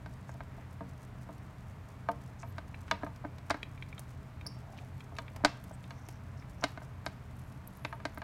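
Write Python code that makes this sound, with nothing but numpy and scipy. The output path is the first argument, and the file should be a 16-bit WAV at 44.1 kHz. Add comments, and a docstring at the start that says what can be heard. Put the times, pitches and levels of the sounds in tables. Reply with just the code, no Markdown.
"""Hermit crabs knock their shells on a dish and on the glass wall of a sand-filled tank.
Each impact excites damped modes, and dispersion of the bending waves makes its onset a short chirp.
Force sets the level, contact hardness the brightness, and the point of impact the bass.
Shells click together, drag, and squeak once by stick-slip friction; legs tick and rustle in the sand.
Behind them is a quiet room with faint reverberation, a steady rumble and a low hum."""
import sys
import numpy as np
from scipy import signal
from scipy.fft import rfft, irfft
from scipy.io import wavfile
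from scipy.ndimage import uniform_filter1d

SR = 44100
rng = np.random.default_rng(int(sys.argv[2]) if len(sys.argv) > 2 else 0)


def output_pcm(signal):
    """Save a mono or channel-first signal as 16-bit PCM at the path in sys.argv[1].

    Samples are clipped to [-1, 1] before scaling.
    """
    pcm = np.clip(np.atleast_2d(signal).T, -1, 1) * 32767
    wavfile.write(sys.argv[1], SR, np.round(pcm).astype(np.int16))


N = 362943
SIZE = 8192  # samples in one blow or squeak
# Each entry: an edge in Hz of the bass, body, clack, crack and fizz bands.
EDGES = [200, 480, 1300, 3000, 8000, 16000]


# Each row: start in seconds, force in dB, contact cut-off in Hz (low for a soft leg, high for a
# hard shell), added bass in dB (more for a central blow).
DISH_BLOWS = [(0.0606, -52, 3600, 2), (0.2925, -50.5, 1950, -2), (0.4057, -48, 2600, -1),
              (2.5825, -45, 3740, -3), (3.0335, -39.5, 1600, 7), (3.2405, -46, 850, -7),
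              (3.2488, -42.5, 1650, 9), (3.5027, -33, 2320, -19.5), (3.5063, -32, 4730, -1),
              (3.5437, -43.5, 3000, 6.5), (5.438, -39.5, 1500, 10), (5.4485, -24.3, 18000, -0.5),
              (5.7099, -49, 1200, 0), (6.6394, -31.5, 7500, 1), (6.775, -48, 3000, 2),
              (6.818, -54, 2100, -11), (7.0636, -39.5, 6200, -1.5), (7.8491, -42, 5100, 2.5),
              (8.0532, -38, 4700, 3), (8.1748, -47, 2900, 5)]
# Each row: mode frequency in Hz, relative level in dB, 60 dB decay time in seconds.
DISH_MODES = [(293, 5.5, 0.078), (427, -7.5, 0.06), (626, 0, 0.049), (673, -1, 0.05), (863, -8.5, 0.057),
              (953, 1, 0.037), (1060, -14, 0.046), (1214, 2.5, 0.026), (1346, -4.5, 0.021),
              (1552, 4.5, 0.04), (1790, -10.5, 0.045), (2108, -6, 0.067), (2152, -7.5, 0.053),
              (2900, 0, 0.014), (3680, -1, 0.025), (3860, 5.5, 0.024), (4330, 7.5, 0.018),
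              (4700, -1, 0.032), (5180, -2, 0.03), (5560, -3, 0.022), (6550, -22, .015), (6400, -3, 0.014),
              (8600, -26, 0.016), (8850, -11, 0.042)]
# Each entry: radiation gain in dB, for bass, body, clack and crack in turn.
DISH_RADIATION = [-7, 0.5, -2, -5]

def dish_knocks(crack_shift_db):
    """Modal vibration: the struck dish rings briefly at its natural frequencies."""
    return impacts(DISH_BLOWS, contact(DISH_RADIATION), DISH_MODES, EDGES[:-1], top_db=-11.5, low_db=0.5,
                   scatter_db=0.5, crack_db=crack_shift_db - 4.5, crack_t60=0.045, crack_hz=4900,
                   spread_s=0.001, first_db=-9)


# Each row: start in seconds, force in dB, contact cut-off in Hz, added bass in dB.
WALL_BLOWS = [(0.3441, -50, 700, 2), (0.5786, -51, 740, -7), (0.8073, -43.5, 1090, 8),
              (1.2901, -47, 1020, 5.5), (2.0876, -29, 1260, -2.5), (2.4317, -46, 1220, -11),
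              (2.9122, -31, 3330, -3), (3.0652, -44.5, 1480, -1), (4.46, -54.5, 2000, 10),
              (5.1206, -50, 680, 1), (5.1856, -42.5, 3440, 0), (5.9068, -52, 3500, 2.5),
              (7.9268, -42.5, 1790, -16), (8.0014, -54, 1960, 4), (8.218, -46, 2430, 0)]
# Each row: mode frequency in Hz, relative level in dB, 60 dB decay time in seconds.
WALL_MODES = [(194.6, -9, 0.21), (290, -10.5, 0.22), (466, -18.5, 0.23), (580, -20, 0.19),
              (675, -4.5, 0.078), (930, -8, 0.11), (1060, -2.5, 0.026), (1227, -5, 0.059),
              (1503, -12, 0.048), (1600, -2.5, 0.03), (1640, -28, 0.043), (1980, -26, 0.11),
              (2270, -4, 0.028), (2870, -7, 0.035), (3530, -6, 0.043), (4100, 1, 0.023), (4550, -3, 0.028),
              (5500, 2, 0.01), (6200, -1.5, 0.0093)]
# Each entry: radiation gain in dB, for bass, body, clack and crack in turn.
WALL_RADIATION = [-10.5, 0.5, -1, 2]

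def wall_knocks(crack_shift_db):
    """Plate bending: the lightly damped low modes of the glass ring longest."""
    return impacts(WALL_BLOWS, contact(WALL_RADIATION), WALL_MODES, EDGES[:-1], top_db=-5, low_db=-13,
                   scatter_db=0.5, crack_db=crack_shift_db - 7, crack_t60=0.039, crack_hz=3970,
                   spread_s=0.00085, first_db=-12.5)


# Each row: start in seconds, force in dB, contact cut-off in Hz.
SHELL_BLOWS = [(2.4301, -52, 1900), (2.7441, -48.5, 2070), (3.6301, -44, 3760), (3.7766, -55.5, 2100),
               (3.8243, -47, 2900), (3.9277, -45, 1600), (3.9799, -58, 9000), (4.4112, -55.5, 3100),
               (4.7873, -56, 2600), (5.0058, -59, 4900), (5.1665, -60, 5500), (5.2809, -54, 2700),
               (5.8406, -63, 5500), (6.4232, -56.5, 1900), (7.8491, -35.5, 1900)]
# Each row: mode frequency in Hz, relative level in dB, 60 dB decay time in seconds.
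SHELL_MODES = [(2320, -33, 0.026), (2360, 4, 0.019), (2620, 0.5, 0.02), (3210, -0.5, 0.02),
               (3690, -1.5, 0.035), (3920, -14, 0.042), (8500, -36, .012), (11200, -17, 0.014)]
# Each entry: radiation gain in dB, for clack and crack in turn.
SHELL_RADIATION = [0, 1.5]

def shell_clicks():
    """Collision of small bodies: shells have only high modes, so they click."""
    return impacts(SHELL_BLOWS, contact(SHELL_RADIATION), SHELL_MODES, EDGES[2:-1], top_db=-9,
                   low_db=-0.5, scatter_db=5, crack_db=-7, crack_t60=0.026, crack_hz=6000,
                   spread_s=0.0004)


# Each row: start in seconds, level in dB, spectral centre in Hz.
LEG_STEPS = [(0.4351, -74, 7650), (0.7293, -71.5, 7800), (2.1145, -62, 7200), (3.0461, -66, 6900),
             (3.1602, -66.5, 6200), (3.3829, -63.5, 5700), (3.4979, -53, 6500), (3.9934, -53, 8600),
             (5.3617, -58, 6940), (5.639, -61.5, 8600), (6.0869, -56.5, 7400), (7.0584, -62, 9450),
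             (7.3665, -72, 9800), (7.3931, -68, 8600), (7.6742, -54, 12600), (7.7704, -65, 12400),
             (8.1454, -66, 10000), (8.181, -63, 10000)]
# Each row: mode frequency in Hz, relative level in dB, 60 dB decay time in seconds.
GRIT_MODES = [(3650, -10, .008), (5750, 10, 0.013), (8800, 9, 0.0088), (11400, 10, 0.015),
              (13200, -23, .008)]

def leg_ticks():
    """Point impact: a leg tip on grit gives a broad spectral hump, higher for finer grit."""
    def band_levels(centres, db, centre_hz):
        hump_db = -13 * np.log2(centres / centre_hz) ** 2
        return db + hump_db - 20 * np.log10(np.linalg.norm(undb(hump_db)))
    return impacts(LEG_STEPS, band_levels, GRIT_MODES, EDGES[-3:], top_db=-8, low_db=4, scatter_db=9,
                   crack_db=6.5, crack_t60=0.026, crack_hz=10000, spread_s=0.00055)


def contact(radiation_db):
    """Contact time limits bandwidth: a softer blow lasts longer and loses treble."""
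    def band_levels(centres, force_db, cutoff_hz, bass_db=0):
        excess_db = 16 * np.log2(centres / cutoff_hz)  # 16 dB an octave
        band_db = force_db + np.array(radiation_db) - 10 * np.log10(1 + undb(2 * excess_db))
        band_db[0] += bass_db
        return band_db
    return band_levels


def impacts(events, band_levels, modes, edges, top_db, low_db, spread_s, **ringing):
    """Source and filter: each blow on one object is shaped to the band levels of its contact."""
    out, f, edges = np.zeros(N), bins(SIZE), np.array(edges)
    centres = np.sqrt(edges[1:] * edges[:-1])
    # Beyond the bands, the gain changes by top_db or low_db for each octave outward.
    octaves_above = np.log2(np.maximum(f / (0.93 * edges[-1]), 1))
    octaves_below = np.log2(np.clip(edges[0] / f, 1, 10))
    skirts = causal(top_db * octaves_above + low_db * octaves_below)
    for start, *touch in events:
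        blow = ring(modes, spread_s=spread_s, **ringing) * skirts
        band_db, gain_db = band_levels(centres, *touch), np.zeros(len(f))
        for _ in centres:  # the bands interact, so the gain settles over several passes
            power = np.abs(blow * undb(gain_db)) ** 2 * 2 / (SIZE * 0.02 * SR)  # energy over 20 ms
            now_db = 10 * np.log10(np.histogram(f, edges, weights=power)[0])
            gain_db += np.interp(np.log(f), np.log(centres), band_db - now_db)
        add(out, start - spread_s / 2, irfft(blow * causal(gain_db)))
    return out


def ring(modes, scatter_db, crack_db, crack_t60, crack_hz, spread_s, first_db=-np.inf):
    """Superposition: a blow's spectrum sums the first wave, the modes and a dense, noisy crack."""
    t, f = np.arange(SIZE) / SR, bins(SIZE)
    hz, db, t60 = np.transpose(modes)[:, :, None]
    place, detune = rng.standard_normal((2, len(modes), 1))
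    decay = undb(db + scatter_db * place - 60 * t / t60)  # the point of impact weights the modes
    tones = (decay * np.cos(2 * np.pi * hz * (1 + 0.017 * detune) * t)).sum(axis=0)
    tones *= 1 - np.exp(-t / 0.00014)  # the contact takes a moment to push
    build = 1 - np.exp(-t / (spread_s + 1 / SR))  # waves return from the edges
    noise = rng.standard_normal(SIZE) * build * undb(-60 * t / crack_t60)
    crack = irfft(rfft(noise) / (1 + 1j * f / crack_hz) ** 2)
    first_wave = irfft(1j * f / (600 + 1j * f) / (1 + 1j * f / 2570) ** 2)  # 600 to 2570 Hz
    blow = rfft(level(tones, 0) + level(crack, crack_db) + level(first_wave, first_db))
    # Dispersion: bending waves carry treble faster than bass, giving a falling chirp.
    return blow * np.exp(-4j * np.pi * spread_s * np.sqrt(f * 1000))


# Each row: time in seconds, slip rate in Hz, amplitude of the fundamental in dB.
SQUEAK_PATH = [(4.4633, 5400, -63), (4.466, 4850, -32), (4.4675, 4550, -39), (4.4706, 4940, -40),
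               (4.471, 5400, -35), (4.474, 5350, -41), (4.481, 4900, -61)]

def squeak(second_db, third_db):
    """Stick-slip oscillation: a shell on glass gives a brief, uneven whistle with harmonics."""
    times, hz, db = np.transpose(SQUEAK_PATH)
    t = times[0] + np.arange(SIZE) / SR
    wobble = uniform_filter1d(uniform_filter1d(rng.standard_normal(SIZE), size=30), size=30)
    slip_hz = np.interp(t, times, hz) * (1 + level(wobble, -27))
    phase = 2 * np.pi * np.cumsum(slip_hz) / SR
    tone = np.sin(phase) + undb(second_db) * np.sin(2 * phase) + undb(third_db) * np.sin(3 * phase)
    out = np.zeros(N)
    add(out, times[0], tone * undb(np.interp(t, times, db, right=-200)))
    return out


# Each row: start in seconds, length in seconds, resonance in Hz, filter width in Hz, level in dB.
DRAGS = [(0.27, 0.07, 6300, 2400, -71), (0.502, 0.19, 1990, 800, -68.5), (2.381, 0.055, 6400, 2600, -64),
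         (2.45, .08, 12000, 1400, -72), (2.868, 0.043, 1480, 2200, -58.5), (3.008, 0.024, 1000, 800, -53),
         (4.569, 0.32, 700, 220, -60.5), (4.726, 0.11, 2980, 2200, -67), (5.354, 0.07, 710, 450, -57),
         (5.724, 0.033, 8200, 1200, -66.5), (5.852, 0.38, 5800, 1300, -75), (6.362, 0.067, 5400, 1600, -71),
         (6.569, 0.089, 5850, 1400, -66.5), (6.621, 0.022, 804, 704, -39.5), (7.039, 0.019, 800, 800, -58),
         (7.25, 0.36, 11400, 1200, -81.5), (7.66, 0.37, 11100, 1500, -76)]

def scrapes(catches_per_s, spread_db):
    """Sliding friction: a swelling run of tiny catches drives one resonance of a leg or shell."""
    out = np.zeros(N)
    for start, length, hz, width, db in DRAGS:
        n = int(length * SR)
        catches = (rng.random(n) < catches_per_s / SR) * rng.standard_normal(n)
        catches *= undb(spread_db * rng.exponential(size=n))
        grip_db = np.repeat(rng.uniform(-7, 7, n // 441 + 1), 441)[:n]  # changes every 10 ms
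        b, a = signal.iirpeak(hz, hz / width, fs=SR)
        rasp = signal.lfilter(b, a, signal.lfilter(b, a, catches * undb(grip_db)))
        add(out, start, level(rasp * np.sin(np.pi * np.arange(n) / n), db))
    return out


def stray_touches(modes, count, db, spread_db, crack_hz):
    """Random impacts: faint touches of many legs grow more frequent as the crabs get moving."""
    out = np.zeros(N)
    for when, size in rng.random((count, 2)):
        touch = irfft(ring(modes, scatter_db=1.4, crack_db=0, crack_t60=0.01, crack_hz=crack_hz,
                           spread_s=0))
        peak = undb(db + spread_db * size ** 2)
        add(out, when ** 0.75 * N / SR, peak * touch / np.abs(touch).max())
    return out


def sand_rustle(grains_per_s, spread_db, db, swell_db, band_hz):
    """Shot noise: sand grains shift under the legs in flurries, each with a 3 ms skitter."""
    flurry = np.interp(np.arange(N), np.linspace(0, N, 200), rng.uniform(-1, 1, 200))
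    grains = (rng.random(N) < grains_per_s / SR) * undb(spread_db * rng.random(N) + swell_db * flurry)
    envelope = signal.lfilter([1], [1, -np.exp(-1 / (0.003 * SR))], grains)
    return level(butter(envelope * rng.standard_normal(N), 1, band_hz, "band"), db)


def room(x, db, mids_t60, wide_t60, low_hz, dull_hz, wide_db):
    """Reverberation: reflections build within milliseconds into a diffuse, decaying tail."""
    t = np.arange(SR) / SR
    mids = butter(rng.standard_normal(SR), 4, dull_hz, "low")
    mids = butter(mids, 1, low_hz, "high")  # small bodies radiate little bass
    wideband = rng.standard_normal(SR) * undb(wide_db - 60 * t / wide_t60)
    tail = mids * undb(-60 * t / mids_t60) + wideband
    tail *= 1 - np.exp(-(t / 0.002) ** 2)
    return signal.fftconvolve(x, tail / np.linalg.norm(tail))[:N] * undb(db)


# Each row: frequency in Hz, relative spectral density in dB.
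AIR_SPECTRUM = [(20, -32.5), (45, -6), (75, 3), (140, -2.5), (280, -9.5), (370, -20), (1000, -17),
                (2200, -25.5), (3000, -32.5), (4900, -39), (6000, -41), (10000, -44.5), (13000, -46),
                (16000, -52)]
# Each row: centre in Hz, width in Hz, height of the peak or dip in dB.
AIR_RESONANCES = [(36, 11.7, 14), (75, 3.4, 2.5), (90.9, 7.2, 9), (110, 17, -5.5), (134.8, 22, 10),
                  (145.8, 7.8, -7), (184, 6, 7), (413.7, 24, 7.5), (641, 62, 5), (10400, 380, -11.5),
                  (11000, 740, 1.5)]

def air(noise_db, hum_hz, hum_db):
    """Stationary noise: household machines rumble and hiss, with mains hum."""
    f = bins(N)
    hz, db = np.transpose(AIR_SPECTRUM)
    shape_db = np.interp(np.log(f), np.log(hz), db) - 30 * np.log10(np.maximum(20 / f, 1))
    for centre, width, peak_db in AIR_RESONANCES:
        shape_db += peak_db / (1 + (2 * (f - centre) / width) ** 2)
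    noise = irfft(rfft(rng.standard_normal(N)) * undb(shape_db), N)
    hum = np.sin(2 * np.pi * hum_hz * np.arange(N) / SR)
    return level(noise, noise_db) + level(hum, hum_db)


def undb(db):
    """Decibels to gain."""
    return 10 ** (np.asarray(db) / 20)


def level(x, db):
    """Set the rms level."""
    return x * undb(db) / np.sqrt(np.mean(x ** 2))


def add(out, start_s, x):
    """Superpose x on out from start_s."""
    i = max(int(start_s * SR), 0)
    out[i:i + len(x)] += x[:max(N - i, 0)]


def bins(size):
    """Frequencies of a spectrum, kept above zero."""
    return np.maximum(np.arange(size // 2 + 1) * SR / size, 1)


def butter(x, order, hz, kind):
    """Maximally flat filtering."""
    return signal.sosfilt(signal.butter(order, hz, kind, fs=SR, output="sos"), x)


def causal(db):
    """Causality: the minimum-phase response of a gain curve puts nothing before the blow."""
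    cepstrum = irfft(np.log(undb(db)))
    cepstrum[1:SIZE // 2] *= 2
    cepstrum[SIZE // 2 + 1:] = 0
    return np.exp(rfft(cepstrum))


def scene():
    """Superposition: direct sound from the tank, its reverberation and the room's own noise."""
    light = shell_clicks() + leg_ticks()
    light += stray_touches(GRIT_MODES, count=50, db=-70, spread_db=19, crack_hz=10000)
    light += stray_touches(SHELL_MODES, count=24, db=-70, spread_db=9, crack_hz=3000)
    light += scrapes(catches_per_s=1480, spread_db=3)
    light += sand_rustle(grains_per_s=220, spread_db=20, db=-75.5, swell_db=9, band_hz=[4000, 9700])
    slip = squeak(second_db=-10, third_db=-19)
    # Each direction carries its own mix of modes, so the room's blend of them is smooth.
    directions = [dish_knocks(crack_shift_db=7) + wall_knocks(crack_shift_db=7) + light + 2 * slip
                  for _ in range(3)]
    reverb = sum(room(x, db=-24.5, mids_t60=0.35, wide_t60=0.34, low_hz=840, dull_hz=5850, wide_db=-6.5)
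                 for x in directions)
    direct = dish_knocks(crack_shift_db=-5) + wall_knocks(crack_shift_db=-5) + light + slip
    return (direct + reverb + air(noise_db=-47.5, hum_hz=122.25, hum_db=-53))[None]


def record(dry):
    """Band limiting: a steep low-pass removes the treble above 15.9 kHz."""
    return signal.sosfilt(signal.ellip(10, 0.2, 70, 15900, fs=SR, output="sos"), dry)


dry = scene()
out = record(dry)
output_pcm(out)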